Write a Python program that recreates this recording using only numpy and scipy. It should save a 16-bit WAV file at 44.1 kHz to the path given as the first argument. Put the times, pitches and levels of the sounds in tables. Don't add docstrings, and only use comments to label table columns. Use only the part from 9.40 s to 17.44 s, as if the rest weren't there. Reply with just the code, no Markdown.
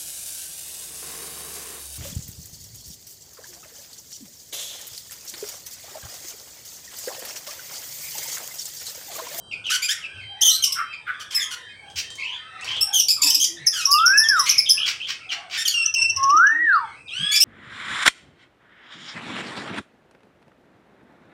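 import sys
import numpy as np
from scipy import signal
from scipy.fft import rfft, irfft, next_fast_len
from scipy.io import wavfile
from scipy.ndimage import uniform_filter1d, minimum_filter1d, map_coordinates

SR = 44100
rng = np.random.default_rng(int(sys.argv[2]) if len(sys.argv) > 2 else 0)


def store_wav(level_fs):
    pcm = np.round(np.clip(np.atleast_2d(level_fs), -1, 1) * 32767)
    wavfile.write(sys.argv[1], SR, pcm.T.astype(np.int16))


N = 354563
TOP_HZ = 15900

# frequency in Hz, relative gain in dB.
SHRILL_THROAT = [(1500, -20), (2600, -19.5), (3400, 0.5), (4300, -4.5), (5400, 2), (6400, -2.5),
                 (7800, -11.5), (10500, -15), (13000, -13), (16000, -23.5)]
NASAL_THROAT = [(1000, -11.5), (1600, -1.5), (2400, -2.5), (3300, 6), (4000, -6.5), (5000, 2), (6500, -2),
                (8500, -10), (11000, -14), (16000, -24)]
FAR_THROAT = [(700, 5.5), (3300, -4.5), (5300, -21), (8200, -36.5), (11000, -51.5), (16000, -55)]


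def amp(db):
    return 10 ** (np.asarray(db) / 20)


def unit(x):
    return x / np.sqrt(np.mean(x ** 2) + 1e-20)


def along(points, hz):
    f, v = np.transpose(points)
    return np.interp(np.log(hz + 1), np.log(f + 1), v)


def wobble(n, rate):
    knots = rng.standard_normal(int(n * rate / SR) + 4)
    return map_coordinates(knots, [np.arange(n) * rate / SR + 1])


def ease(u):
    return np.sin(np.pi / 2 * np.clip(u, 0, 1)) ** 2


def swell(n, rise, fall):
    t = np.arange(n) / SR
    opening = np.sin(np.pi / 2 * np.clip(t / rise, 0, 1))
    closing = np.sin(np.pi / 2 * np.clip((t[-1] - t) / fall, 0, 1))
    return opening * closing


def noise(n, gain_db):
    spectrum = rfft(rng.standard_normal(n))
    return unit(irfft(spectrum * amp(gain_db(np.fft.rfftfreq(n, 1 / SR))), n))


def add(track, s, sound):
    part = track[max(round(s * SR), 0):][:len(sound)]
    part += sound[:len(part)]


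def walls(x):
    # frequency in Hz, time for a 60 dB decay in seconds.
    decay_times = [(200, 0.31), (1500, 0.36), (5000, 0.27), (10000, 0.27), (16000, 0.12)]
    hz, t, bands = signal.stft(rng.standard_normal(SR * 3 // 4), SR, nperseg=256)
    decay = amp(-60 * t / along(decay_times, hz)[:, None])
    tail = signal.istft(bands * decay, SR, nperseg=256)[1]
    tail = tail * swell(len(tail), 0.0009, 0.044)
    return signal.fftconvolve(x, tail / np.linalg.norm(tail))[:N]


def placed(x, direct_db, room_db):
    return amp(direct_db) * x + amp(room_db) * walls(x)


def syrinx(pitch, throat, rough, jitter, jitter_rate=520, shimmer_db=9, shimmer_rate=380):
    n = len(pitch)
    shaky = pitch * (1 + jitter * rough * wobble(n, jitter_rate))
    phase = 2 * np.pi * np.cumsum(shaky) / SR
    k = np.arange(1, 13)[:, None]
    gains = amp(along(throat, k * np.abs(shaky))) * (k * shaky < TOP_HZ)
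    flicker = amp(shimmer_db * rough * np.array([wobble(n, shimmer_rate) for _ in k]))
    partials = np.sin(k * phase + rng.uniform(0, 2 * np.pi, k.shape))
    return unit(np.sum(gains * flicker * partials, axis=0))


def calls(table, throat, settle, rise, fall, air_db, quaver, quaver_rate, jitter):
    track = np.zeros(N)
    for s, length, start, end, db, rough in table:
        n = int(length * SR)
        scoop = 1 - np.exp(-np.linspace(0, 1, n) / settle)
        aim = start + (end - start) * scoop / scoop[-1]
        pitch = aim * (1 + quaver * rough * wobble(n, quaver_rate))
        air = noise(n, lambda hz: along(throat, hz) - 40 * (hz < .8 * aim.mean()))
        voice = syrinx(pitch, throat, rough, jitter) + amp(air_db) * rough * air
        add(track, s, amp(db) * unit(voice * swell(n, rise * length, fall * length)))
    return track


def roughened(table, rough, pitch_law=0., at_hz=1550):
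    return [(*row, min(rough * (at_hz / row[3]) ** pitch_law, 1)) for row in table]


def outdoors(level_db=-56):
    # frequency in Hz, relative gain in dB.
    floor = [(15, -90), (25, -11.5), (102, 8.5), (229, -1), (427, 0), (591, -1), (1610, -9), (2160, -33),
             (3080, -32), (4140, -51), (5430, -16), (7310, -25), (8140, -6.5), (11300, -34.5), (16000, -77)]
    return noise(N, lambda hz: along(floor, hz)) * amp(level_db + 2.8 * wobble(N, 4))


def thin_tone():
    # frequency in Hz, relative level in dB.
    line_rows = [(3138, 0.5), (3921, -14.5), (4706, -17)]
    # time of the crest in seconds, relative level in dB.
    crests = [(.1, -45.5), (.92, -38.5), (1.52, -40.5), (2.3, -45.5), (2.72, -42), (3, -41)]
    rise_db_per_s, fall_db_per_s = 83, 132
    t = np.arange(N) / SR
    lines = np.zeros(N)
    for hz, db in line_rows:
        level = amp(db + 1.7 * wobble(N, 7.22))
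        lines += level * np.sin(2 * np.pi * hz * t + 0.7 * wobble(N, 27))
    swells = np.zeros(N)
    for s, db in crests:
        swells += amp(db - np.maximum(rise_db_per_s * (s - t), fall_db_per_s * (t - s)))
    return unit(lines) * swells


def bumps(slope_db=34):
    # start and length in seconds, centre in Hz, level in dB.
    bump_rows = [(0.702, 0.3, 94, -52.5), (2.525, 0.096, 93, -49), (3.246, 0.25, 99, -54),
                 (4.183, 0.082, 143, -49), (6.502, 0.54, 92, -52.5), (7.788, 0.07, 163.5, -40)]
    track = np.zeros(N)
    for s, length, centre, db in bump_rows:
        n = int(length * SR)
        thud = noise(n, lambda hz: -slope_db * np.abs(np.log2((hz + 1) / centre)))
        add(track, s, amp(db) * unit(thud * swell(n, length / 2, length / 2)))
    return track


def flock(count=120, level_db=-53, centre_hz=1600):
    rows = []
    times = rng.uniform(0, N / SR, count)
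    for when, (size, height, bend, loud) in zip(times, rng.standard_normal((count, 4))):
        length = 0.11 * np.exp(0.41 * size)
        hz = centre_hz * np.exp(0.37 * height)
        rows.append((when, length, hz * (1 + 0.078 * bend), hz, level_db + 3 * loud, .35))
    return calls(rows, FAR_THROAT, settle=0.18, rise=0.46, fall=0.42, air_db=-14.5,
                 quaver=.1, quaver_rate=100, jitter=0.018)


def dove():
    # start and length in seconds, mean pitch in Hz, relative level in dB.
    coos = [(3.833, 0.057, 307, -45), (3.937, 0.065, 308, -54), (4.075, 0.098, 334, -50.5),
            (6.797, 0.23, 321, -50.5), (7.094, 0.18, 316, -50)]
    track = np.zeros(N)
    for s, length, hz, db in coos:
        n = int(length * SR)
        phase = 2 * np.pi * np.cumsum(hz * (1 + .04 * wobble(n, 40))) / SR
        tremor = amp(5 * wobble(n, 45))
        add(track, s, amp(db) * unit(np.sin(phase) * tremor * swell(n, 0.044, 0.043)))
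    return placed(track, direct_db=1.5, room_db=-1.0)


def ticks(t60=0.012, gain_db=-6):
    # start in seconds, relative peak level in dB.
    tick_rows = [(0.2662, -24.5), (2.501, -34.5), (2.7037, -24.5), (2.755, -26), (2.7995, -33),
                 (2.8447, -34), (3.211, -30), (3.2452, -20), (3.3658, -23)]
    colour = [(1500, 0.5), (7000, 8.5), (16000, -32.5)]  # (Hz, dB)
    track = np.zeros(N)
    t = np.arange(SR // 20) / SR
    for s, db in tick_rows:
        click = noise(len(t), lambda hz: along(colour, hz))
        add(track, s, amp(db + gain_db - 60 * t / t60) * click)
    return placed(track, direct_db=-1, room_db=2.5)


def rasps():
    # start and length in seconds, relative level in dB, spectral tilt in dB per octave.
    rasp_rows = [(0.499, 0.021, -36, 18.5), (2.555, 0.062, -30.5, 7), (3.217, 0.18, -40, 0),
                 (5.052, 0.078, -29, 4), (5.453, 0.07, -27.5, 4), (5.667, 0.069, -32.5, 2.5),
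                 (5.902, 0.054, -33, 1), (6.096, 0.1, -33.5, 2)]
    # frequency in Hz, relative gain in dB.
    throat = [(700, -16.5), (1400, -3.5), (2700, 6.5), (4000, -2), (5400, -0.5), (8000, -18.5),
              (11000, -34), (14500, -31.5), (16000, -30.5)]
    track = np.zeros(N)
    for s, length, db, tilt_db in rasp_rows:
        n = int(length * SR)
        air = noise(n, lambda hz: along(throat, hz) + tilt_db * np.log2((hz + 1) / 3000))
        flutter = amp(2.5 * wobble(n, 220))
        add(track, s, amp(db) * unit(air * flutter * swell(n, length / 2, length / 2)))
    return placed(track, direct_db=1.5, room_db=-0.5)


def warbles():
    # start and length in seconds, start and end pitch in Hz, relative level in dB.
    warble_rows = [ (.11, 0.041, 3103, 2405, -31.5), (.24, 0.056, 3390, 2596, -29.5),
                   (.615, 0.054, 3120, 2433, -35.5), (.735, 0.11, 3210, 2083, -43.5),
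                   (1.528, 0.026, 2390, 2354, -34), (2.775, 0.2, 1972, 3404, -33),
                   (3.19, 0.058, 1950, 2660, -40), (3.27, .13, 2824, 3273, -30.5),
                   (3.47, 0.083, 813, 825, -44), (3.76, .14, 1243, 887, -42.5),
                   (4.16, 0.12, 1863, 2068, -40.5), (4.585, 0.021, 3420, 3260, -28),
                   (5.11, 0.1, 2467, 2258, -31.5), (5.255, 0.045, 3250, 3295, -25),
                   (5.37, 0.089, 2726, 3235, -25), (5.6, 0.064, 2800, 3460, -31.5),
                   (5.89, 0.039, 3250, 2853, -28.5), (7.32, 0.05, 4160, 4780, -42),
                   (7.678, 0.034, 3900, 2840, -38)]
    track = calls(roughened(warble_rows, rough=0.44), FAR_THROAT, settle=1.3, rise=0.14, fall=0.041,
                  air_db=-7, quaver=.12, quaver_rate=140, jitter=.062)
    return placed(track, direct_db=-1.0, room_db=-3.0)


def peeps():
    # start and length in seconds, start and settled pitch in Hz, relative level in dB.
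    peep_rows = [(2.26, 0.073, 1685, 1670, -56.5), (2.29, .04, 2475, 2487, -58),
                 (4.535, 0.059, 2960, 2670, -33.5), (4.735, 0.054, 2530, 2657, -36.5),
                 (4.835, 0.043, 3640, 3160, -37), (6.338, 0.1215, 2856, 2714, -27),
                 (6.558, 0.12, 2714, 2697, -24.5)]
    # frequency in Hz, relative gain in dB.
    throat = [(700, 32.5), (3300, -8.5), (5300, -11.5), (8200, -22.5), (11000, -55), (16000, -53.5)]
    track = calls(roughened(peep_rows, rough=0.053), throat, settle=0.38, rise=0.052, fall=0.27,
                  air_db=-6, quaver=0.11, quaver_rate=98.8, jitter=0.1)
    return placed(track, direct_db=5.5, room_db=1.0)


def clucks():
    # start and length in seconds, start and settled pitch in Hz, relative level in dB.
    cluck_rows = [(1.352, .075, 1572, 1334, -30), (1.66, 0.054, 1695, 1424, -31),
                  (1.94, 0.1, 1900, 2062, -36)]
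    # frequency in Hz, relative gain in dB.
    throat = [(1000, -6), (1400, -8), (2100, -14.5), (3000, -30.5), (6000, -56)]
    track = calls(roughened(cluck_rows, rough=0.58), throat, settle=0.42, rise=1.0, fall=.5,
                  air_db=3.0, quaver=0.057, quaver_rate=240, jitter=.06)
    return placed(track, direct_db=0.5, room_db=-1)


def slurs():
    # start and length in seconds, start and settled pitch in Hz, relative level in dB.
    slur_rows = [(7.70, .3, 1110, 1718, -28)]
    # frequency in Hz, relative gain in dB.
    throat = [(1500, -15.5), (2600, 2.5), (3400, 1.5), (4800, -20.5), (5600, -9), (6800, -32), (8300, -14),
              (11000, -44), (16000, -54)]
    track = calls(roughened(slur_rows, rough=0.065), throat, settle=.22, rise=0.48, fall=0.15,
                  air_db=9, quaver=0.041, quaver_rate=110, jitter=0.13)
    return placed(track, direct_db=0.5, room_db=-1.5)


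def sweeps():
    # start and length in seconds, start and end pitch in Hz, relative level in dB.
    sweep_rows = [(1.995, 0.053, 3684, 3200, -28.5), (4.32, .125, 1758, 1193, -29.5),
                  (6.302, 0.033, 3510, 2875, -30.5)]
    track = calls(roughened(sweep_rows, rough=0.27), NASAL_THROAT, settle=3.3, rise=0.2, fall=.25,
                  air_db=0, quaver=.06, quaver_rate=130, jitter=0.045)
    return placed(track, direct_db=0.0, room_db=-0.5)


def squawks():
    # start and length in seconds, start and settled pitch in Hz, relative level in dB.
    squawk_rows = [ (.295, .075, 1225, 1559, -25), (.418, 0.049, 2236, 2410, -27.5),
                   (.483, .054, 1307, 1908, -26), (1.795, 0.04, 1330, 1490, -41),
                   (1.905, .046, 1066, 1157, -37.5), (2.105, 0.046, 1490, 1455, -35.5),
                   (4.95, .11, 1827, 1957, -38.5), (5.058, 0.048, 1987, 2216, -29.5),
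                   (6.172, .062, 1712, 1810, -29.5), (6.25, .036, 3540, 2900, -25.5),
                   (7.912, 0.072, 2163, 2430, -24)]
    track = calls(roughened(squawk_rows, rough=0.451, pitch_law=1.24), NASAL_THROAT, settle=.35,
                  rise=0.22, fall=0.11, air_db=3, quaver=0.0613, quaver_rate=130, jitter=0.046)
    return placed(track, direct_db=3.0, room_db=-2)


def snaps():
    # start in seconds, middle pitch in Hz, upward bend either side as a share of it,
    # relative level in dB.
    snap_rows = [(1.237, 2693, -0.13, -11.5), (1.321, 2745, .08, -18.5), (3.596, 2820, -0.033, -10.5),
                 (3.683, 2470, .09, -13), (3.899, 2787, 0.046, -11), (3.945, 2640, 0.085, -11.5),
                 (4.039, 2730, .12, -14.5), (6.277, 2350, -0.13, -15), (7.956, 2620, 0.033, -11.5)]
    length_s, rough = .015, 0.492
    rows = [(s, length_s, hz * (1 - bend), hz * (1 + bend), db, rough) for s, hz, bend, db in snap_rows]
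    track = calls(rows, SHRILL_THROAT, settle=0.77, rise=0.19, fall=0.67, air_db=-6.0,
                  quaver=.08, quaver_rate=197, jitter=0.07)
    return placed(track, direct_db=-4.5, room_db=-4.5)


def shrieks():
    # start and length in seconds, start and settled pitch in Hz, relative level in dB,
    # roughness 0-1.
    shriek_rows = [ (1.009, 0.036, 2470, 3300, -14.5, 0.4), (1.038, .075, 3530, 2983, -14.5, .3),
                   (1.095, .081, 3580, 4257, -21, 0.5), (1.222, 0.018, 3270, 3110, -21.5, 0.3),
                   (1.944, 0.036, 2773, 2544, -19, .2), (3.407, .032, 2460, 2770, -15, .05),
                   (3.527, 0.083, 3490, 2995, -17, .3), (3.699, 0.03, 2850, 2453, -15.5, 0.3),
                   (3.815, 0.037, 2365, 2540, -14, .7), (3.863, 0.028, 2483, 2630, -14.5, .6),
                   (3.995, .047, 3000, 3180, -17.5, .45), (8.0, .036, 2467, 2780, -10.5, 0.4)]
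    track = calls(shriek_rows, SHRILL_THROAT, settle=0.28, rise=0.31, fall=0.33, air_db=-7.5,
                  quaver=0.0696, quaver_rate=200, jitter=.064)
    return placed(track, direct_db=-3, room_db=-4.5)


def parrots():
    shrill = shrieks() + snaps()
    nasal = squawks() + sweeps()
    return shrill + nasal + peeps() + slurs() + clucks() + warbles()


def chips(table, throat, shape, rough, gain_db, stray):
    track = np.zeros(N)
    stretches = np.exp(0.18 * rng.standard_normal(len(table)))
    for (s, db, hz), stretch in zip(table, stretches):
        times, ratio, level = np.transpose(shape)
        times = times * stretch
        t = np.arange(times[0], times[-1], 1 / SR)
        effort = amp(db + gain_db + np.interp(t, times, level)) * signal.windows.tukey(len(t), .3)
        pitch = hz / 2 * np.interp(t, times, ratio) * (1 + stray * wobble(len(t), 220))
        add(track, s + t[0], effort * syrinx(pitch, throat, rough, jitter=0.096))
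    return track


def twitter():
    onsets = [6.46, 6.544, 6.622, 6.699, 6.766, 6.833, 6.898, 6.97, 7.068]
    hz, first_db, fade_db, fade_power = 5790, -5, 14, 1.64
    progress = (np.array(onsets) - min(onsets)) / np.ptp(onsets)
    return [(s, first_db - fade_db * u ** fade_power, hz) for s, u in zip(onsets, progress)]


def finches():
    # onset in seconds, relative level in dB, second harmonic in Hz.
    chip_rows = [(4.2674, -3.5, 5540), (4.4535, -6, 5660), (4.514, -2, 4964), (4.6603, 1, 5467),
                 (4.7767, 0, 5404), (4.8858, -3, 5550), (4.9939, -6.5, 5430), (5.0948, -2, 5730),
                 (5.182, -4, 5200), (5.2956, -1.5, 5040)]
    # frequency in Hz, relative gain in dB.
    slow_throat = [(2000, -39), (3500, -41), (4500, -15), (5200, 7.5), (6300, 1), (7500, -29), (9000, -26),
                   (10500, -7), (12000, -16), (13500, -26), (16000, -23.5)]
    quick_throat = [(2800, -12), (4200, -25), (5500, 4.5), (6200, 1.5), (7500, -24), (11000, -32),
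                    (13000, -37), (15000, -34)]
    chip = [(-.008, 0.9, -18), (-.003, 1.3, -9.5), (0, 1.15, -5.5), (.004, .96, 1),
            (.011, 1.02, -2.5), (.021, .98, -8), (.034, 0.83, -26)]
    flick = [(-.007, 1.08, -12), (0, 0.94, -5.5), (.006, 1, 1), (.012, .95, -8.5), (.018, 1.1, -15.5)]
    slow = chips(chip_rows, slow_throat, chip, rough=0.41, gain_db=-9.5, stray=0.029)
    quick = chips(twitter(), quick_throat, flick, rough=0.49, gain_db=-11.5, stray=0.0084)
    return placed(slow, direct_db=1.5, room_db=-3) + placed(quick, direct_db=3.5, room_db=-4.5)


def whistler(waver_db=0.95):
    # start, climb, hold and fall in seconds, start, top and end pitch in Hz, # lag of the climb as a
    # power, relative level in dB, # brief level change just after the turn in dB, dip or boost, as the voice
    notes = [(4.459, .35, .052, 0.2, 1102, 1798, 994, 0.95, -14, -14),
             (6.764, .36, .093, .24, 1080, 1915, 892, 1.7, -10.5, 3.5)]
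    # frequency in Hz, relative gain in dB.
    throat = [(850, -15.5), (1000, -18.5), (1170, -2.5), (1300, -1), (1600, -1), (1900, -7.5)]
    turn_after_s, turn_width_s = 0.024, 0.011
    creep_hz_per_s, tire_db_per_s = 930, 7.5
    track = np.zeros(N)
    for s, climb, hold, fall, start, top, end, lag, db, turn_db in notes:
        turn = climb + hold
        t = np.arange(0, turn + fall, 1 / SR)
        aim = top - creep_hz_per_s * np.maximum(turn - t, 0)
        rising = (aim - start) * ease((t / climb) ** lag)
        falling = (end - top) * ease((t - turn) / fall)
        pitch = start + rising + falling
        level_change = turn_db * np.exp(-((t - turn - turn_after_s) / turn_width_s) ** 2)
        waver = waver_db * wobble(len(t), 33.8)
        level = db - tire_db_per_s * t + along(throat, pitch) + level_change + waver
        shaky = pitch * (1 + 0.0071 * wobble(len(t), 89.4))
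        tone = unit(np.sin(2 * np.pi * np.cumsum(shaky) / SR))
        add(track, s, tone * amp(level) * swell(len(t), 0.093, 0.014))
    return placed(track, direct_db=1.0, room_db=-10.0)


def scene():
    background = outdoors() + thin_tone() + bumps() + walls(flock())
    birds = dove() + ticks() + rasps() + parrots() + finches() + whistler()
    return (background + birds)[None]


def record(dry):
    ceiling = .72
    needed = ceiling / np.maximum(np.abs(dry), ceiling)
    gain = uniform_filter1d(minimum_filter1d(needed, size=256), size=256)
    m = next_fast_len(N + SR // 2)
    passband = np.fft.rfftfreq(m, 1 / SR) < TOP_HZ
    return irfft(rfft(dry * gain, m) * passband, m)[..., :N]


dry = scene()
out = record(dry)
store_wav(out)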